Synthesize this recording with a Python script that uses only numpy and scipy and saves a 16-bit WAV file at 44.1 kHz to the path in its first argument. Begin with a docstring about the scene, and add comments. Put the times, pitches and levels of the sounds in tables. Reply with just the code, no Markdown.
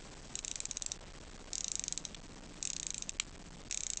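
"""Winding a watch, close up

A quiet room, the watch close to the microphone. Four turns of the crown drag the pawl over the ratchet
wheel, each tooth a short metal click that rings movement and case. The crown swishes back before the
first two turns, and a finger rubs softly between them; the pawl snaps home faintly after the second,
clearly after the third. The room hums and rumbles, and the recorder's coarse steps add a gritty hiss."""
import sys
import numpy as np
from scipy import signal
from scipy.fft import rfft, irfft, next_fast_len
from scipy.io import wavfile
from scipy.ndimage import map_coordinates

SR = 44100
rng = np.random.default_rng(int(sys.argv[2]) if len(sys.argv) > 2 else 0)


def digitize_waveform(pressure):
    """Quantize a signal to 16-bit integers and store it at the path in sys.argv[1].

    Rows of a 2-D input are taken as channels; values are limited to [-1, 1].
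    """
    field = np.atleast_2d(pressure).T
    bounded = np.clip(field, -1, 1)
    quanta = np.round(bounded * 32767).astype(np.int16)
    wavfile.write(sys.argv[1], SR, quanta)


N = 176400  # 4 s
ATTACK_S = 0.0008  # rise of a metal contact


def amp(db):
    """Decibels to gain."""
    return 10 ** (np.asarray(db) / 20)


def unit(x):
    """Scale to rms 1."""
    return x / np.sqrt(np.mean(x ** 2) + 1e-20)


def along(points, hz):
    """Read (Hz, value) points on a log frequency axis."""
    knots_hz, values = np.transpose(points)
    return np.interp(np.log(hz + 1), np.log(knots_hz + 1), values)


def filtered(x, response):
    """Filter x by a gain given as a function of Hz."""
    size = next_fast_len(len(x) + SR // 4)
    return irfft(rfft(x, size) * response(np.fft.rfftfreq(size, 1 / SR)), size)[:len(x)]


def noise(spectrum):
    """Noise of rms 1, coloured by (Hz, dB) points."""
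    return unit(filtered(rng.standard_normal(N), lambda hz: amp(along(spectrum, hz))))


def wobble(rate):
    """A smooth random curve, rate knots a second."""
    return map_coordinates(rng.standard_normal(int(N * rate / SR) + 4), [np.arange(N) * rate / SR])


def rise(t):
    """The quick swell at the start of a contact."""
    return 1 - np.exp(-(t / ATTACK_S) ** 4)


def fade(t, t60):
    """Exponential decay by 60 dB in t60 seconds."""
    return np.exp(-np.log(1000) * t / t60)


def background():
    """Machine hum, a swelling, droning rumble and room air, with a soft finger rub near 1.3 s."""
    # Each row: frequency in Hz, rms level in dB (for the drone, relative to the rumble).
    hum_tones = [(15.5, -64), (31, -58.5), (46.5, -70), (71.6, -68.5), (77.4, -72.5), (120, -72.5),
                 (142.4, -71.5)]
    drone_tones = [(171, -3), (293, -10.5)]
    # Noise colours. Each row: frequency in Hz, relative density in dB.
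    air_colour = [(20, -2), (35, -0.5), (60, -6), (110, -6.5), (200, -4.5), (350, -7.5), (700, -12),
                  (1300, -19), (2500, -22.5), (8500, -25), (10500, -60.5)]
    rumble_colour = [(60, -28.5), (130, -13), (172, -1.5), (215, -3), (290, 0), (380, -18), (800, -30.5)]
    # Swell and ebb. Each row: time in seconds, level in dB.
    air_and_finger_rub_levels = [(0, -54.5), (.8, -60), (1.3, -56), (2, -60), (3, -61), (4, -61.5)]
    rumble_levels = [(0, -75.5), (1.0, -72.5), (1.6, -70.5), (1.85, -64), (2.3, -60.5), (2.6, -59.5),
                     (2.85, -67.5), (3.0, -64), (3.2, -68), (3.5, -62.5), (4, -72.5)]
    waver_db = 3
    t = np.arange(N) / SR
    tone = lambda hz, db: amp(db) * np.sqrt(2) * np.sin(2 * np.pi * (hz * t + rng.random()))
    level = lambda curve: amp(np.interp(t, *np.transpose(curve)))
    hum = sum(tone(hz, db) for hz, db in hum_tones)
    air_and_rub = level(air_and_finger_rub_levels) * noise(air_colour)
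    rumble = noise(rumble_colour)
    drone = sum(tone(hz, db + waver_db * wobble(rate=7)) for hz, db in drone_tones)
    return hum + level(rumble_levels) * (rumble + drone) + air_and_rub


def crown_slides():
    """A thin swish as the crown slides back under the fingertip."""
    # Each row: start in seconds, length in seconds, level at the crest in dB.
    slides = [(0.0, 0.38, -65.5), (1.194, 0.19, -72.5)]
    # Each row: frequency in Hz, relative density in dB.
    swish_colour = [(2000, -36), (6000, -2), (7000, -5), (7600, 6.5), (8500, -9), (10500, -60)]
    t = np.arange(N) / SR
    level = sum(amp(db) * np.sin(np.pi * np.clip((t - start) / length, 0, 1))
                for start, length, db in slides)
    return level * noise(swish_colour)


def ratchet():
    """Each tooth scrapes past the pawl, which falls, bounces and rings movement and case."""
    # Each row: start in seconds, level in dB before click_db, then the energy shares in dB
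    # aimed at for the plate, middle and top bands.
    teeth = [(0.3538, -32.5, -14, -9, -6), (0.3894, -36.0, -10, -5, -13), (0.4472, -34.0, -13, -8, -9),
             (0.4797, -34.5, -11, -9, -10), (0.5136, -34.0, -12, -8, -11), (0.5566, -34.5, -11, -8, -8),
             (0.6029, -33.0, -13, -8, -7), (0.6539, -33.0, -15, -10, -8), (0.7111, -33.0, -17, -10, -14),
             (0.7702, -33.0, -16, -11, -17), (0.8216, -33.0, -18, -9, -9), (0.8621, -31.5, -17, -8, -7),
             (0.9178, -32.0, -18, -5, -13), (1.5317, -33.5, -19, -4, -13), (1.554, -32.5, -21, -6, -9),
             (1.5806, -33.5, -19, -8, -16), (1.6068, -33.5, -17, -10, -17), (1.6434, -31.5, -21, -7, -20),
             (1.6809, -33.0, -18, -7, -19), (1.7168, -30.5, -17, -8, -7), (1.7542, -30.5, -20, -8, -8),
             (1.7945, -31.5, -15, -9, -9), (1.8386, -33.5, -14, -8, -13), (1.8808, -32.0, -16, -8, -18),
             (1.9239, -31.0, -17, -8, -6), (1.9757, -32.0, -15, -7, -9), (2.0513, -35.0, -14, -4, -14),
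             (2.6269, -32.0, -16, -7, -8), (2.6521, -31.5, -15, -11, -9), (2.6729, -33.5, -12, -11, -7),
             (2.7016, -32.5, -16, -12, -16), (2.732, -35.5, -14, -7, -14), (2.7646, -35.0, -13, -5, -14),
             (2.7982, -35.0, -15, -8, -14), (2.8298, -35.5, -12, -6, -10), (2.8666, -32.0, -15, -10, -8),
             (2.9045, -33.0, -15, -10, -14), (2.9438, -35.5, -11, -8, -12), (2.9798, -34.5, -16, -9, -5),
             (3.0226, -34.5, -15, -8, -17), (3.093, -32.5, -11, -10, -8), (3.7105, -33.5, -10, -9, -11),
             (3.7249, -34.0, -11, -8, -17), (3.7443, -33.0, -12, -10, -9), (3.7738, -31.5, -13, -11, -10),
             (3.8059, -35.0, -14, -13, -13), (3.8339, -33.5, -16, -14, -10), (3.8663, -32.5, -16, -13, -17),
             (3.9013, -31.0, -16, -14, -6), (3.9341, -34.0, -16, -8, -15), (3.972, -32.5, -19, -9, -8)]
    # Modes damped by the hand. Each row: frequency in Hz, relative level in dB, t60 in seconds.
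    movement_modes = [(2380, -13, .006), (2709, -15.5, 0.0067), (3210, -20, .006), (3760, -10, .009),
                      (3986, -11, .008), (4705, -9, 0.0044), (5370, -7.5, .008), (5930, -1.5, .008),
                      (6390, -1.5, .007), (6608, -4.5, 0.01), (7108, -3.5, .009), (7495, 2, 0.0088),
                      (8025, 1.5, 0.0055)]
    # The steel case rings faintly and longer. Each row: frequency in Hz, relative level in dB.
    case_modes = [(5380, -3.5), (5790, -2), (6280, 1.5), (6520, 2.5), (6640, 2), (7130, 0), (7720, -4.5)]
    # Each row: typical delay in seconds, level in dB relative to the pawl's first fall.
    rebounds = [(.0012, -12.5), (.0033, -20)]
    click_db, scrape_db, case_db = -13, -6, -34
    scrape_t60_s, case_t60_s = 0.0075, 0.09
    scatter_db, scatter_rad, delay_scatter = 0.5, 0.8, 0.1  # change from tooth to tooth
    out, t = np.zeros(N + SR), np.arange(SR // 8) / SR
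    mode_hz, mode_db, mode_t60 = np.transpose(movement_modes)[:, :, None]
    case_hz, case_mode_db = np.transpose(case_modes)[:, :, None]
    grit = noise([(300, -27), (1000, -27), (1850, -19.5), (2400, -7), (3300, -12), (4300, -4.5),
                  (5000, -9.5), (6200, 0), (8800, 1.5), (10500, -55)])  # The scrape's colour. Each row: frequency in Hz, relative dB.
    for start, level_db, *shares_db in teeth:
        gain, phase = rng.standard_normal((2, len(mode_hz), 1))
        swing = np.sin(2 * np.pi * mode_hz * (t - ATTACK_S) + scatter_rad * phase)
        movement = np.sum(amp(mode_db + scatter_db * gain) * fade(t, mode_t60) * swing, axis=0)
        case_swing = np.sin(2 * np.pi * (case_hz * t + rng.random(case_hz.shape)))
        case = np.sum(amp(case_db + case_mode_db) * case_swing, axis=0) * fade(t, case_t60_s)
        scrape = np.roll(grit, -round(start * SR))[:len(t)] * fade(t, scrape_t60_s)
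        fall = unit(rise(t) * (movement + case)) + amp(scrape_db) * unit(rise(t) * scrape)
        click = fall.copy()
        for delay, bounce_db in rebounds:
            lag = round(delay * SR * np.exp(delay_scatter * rng.standard_normal()))
            click += amp(bounce_db) * np.roll(fall, lag)
        out[round(start * SR):][:len(t)] += amp(level_db + click_db) * radiated(click, *shares_db)
    return out[:N]


def radiated(click, plate_db, middle_db, top_db):
    """Tilt a click toward its band shares, the treble taking the rest, and thin its bass; rms 1."""
    # Plate, middle, treble and top band. Each row: lower edge in Hz, upper edge in Hz.
    bands = [(2000, 3400), (3500, 5600), (5700, 7600), (7700, 9000)]
    radiate_hz = 1700  # so small a body radiates little below this
    hz, power = np.fft.rfftfreq(len(click), 1 / SR), np.abs(rfft(click)) ** 2
    energy = np.array([power[(hz > low) & (hz < high)].sum() for low, high in bands])
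    treble_share = max(1 - np.sum(amp([plate_db, middle_db, top_db]) ** 2), 0.1)
    shares_db = np.array([plate_db, middle_db, 10 * np.log10(treble_share), top_db])
    tilt = np.transpose([np.mean(bands, axis=1), shares_db - 10 * np.log10(energy)])
    bass_cut = lambda f: 1 / np.sqrt(1 + (radiate_hz / (f + 1)) ** 4)
    return unit(filtered(click, lambda f: amp(along(tilt, f)) * bass_cut(f)))


def pawl_snaps():
    """When the crown is let go the pawl hits its stop: a dry, fuller crack."""
    # Each row: start in seconds, level in dB, t60 in seconds, treble shelf in dB.
    snaps = [(2.145, -54.5, .024, -8.5), (3.1985, -39.5, 0.0097, -1.5)]
    # Each row: frequency in Hz, relative density in dB.
    crack_colour = [(300, -27), (800, -25), (1180, -10.5), (1700, -13), (2100, -5.5), (2450, 1.5),
                    (2900, 0), (3700, -0.5), (4400, -5.5), (4900, -14), (5400, -1), (5950, 3), (6400, -7.5),
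                    (7000, 2), (7500, 3), (8500, -4), (10500, -60)]
    middle_hz, treble_hz = 4700, 6900  # a soft snap loses its treble between these
    out, t = np.zeros(N + SR), np.arange(SR // 8) / SR
    for start, level_db, t60, treble_db in snaps:
        burst = rng.standard_normal(len(t)) * rise(t) * fade(t, t60)
        shelf = [(middle_hz, 0), (treble_hz, treble_db)]
        crack = filtered(burst, lambda hz: amp(along(crack_colour, hz) + along(shelf, hz)))
        out[round(start * SR):][:len(t)] += amp(level_db) * unit(crack)
    return out[:N]


def reverb(x, level_db, t60_s):
    """The short answer of a small room."""
    t = np.arange(SR // 4) / SR
    tail = rng.standard_normal(len(t)) * fade(t, t60_s)
    return amp(level_db) * signal.fftconvolve(x, tail / np.linalg.norm(tail))[:N]


def scene():
    """One microphone close on the watch, the quiet room well behind it."""
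    watch = ratchet() + pawl_snaps() + crown_slides()
    return (watch + reverb(watch, level_db=-18.5, t60_s=0.16) + background())[None]


def record(dry):
    """The recorder rounds to coarse steps at half the sample rate, then cuts the top."""
    # The recorder's treble loss. Each row: frequency in Hz, gain in dB.
    roll_off = [(7600, -0.5), (8100, -1), (8380, -7), (8800, -17.5), (9150, -37.5)]
    step, top_hz = amp(-44), 9566
    stepped = np.zeros(N)
    stepped[::2] = 2 * step * (np.floor(dry[0, ::2] / step) + 0.5)  # doubled for the empty samples
    return filtered(stepped, lambda hz: amp(along(roll_off, hz)) * (hz < top_hz))[None]


dry = scene()
out = record(dry)
digitize_waveform(out)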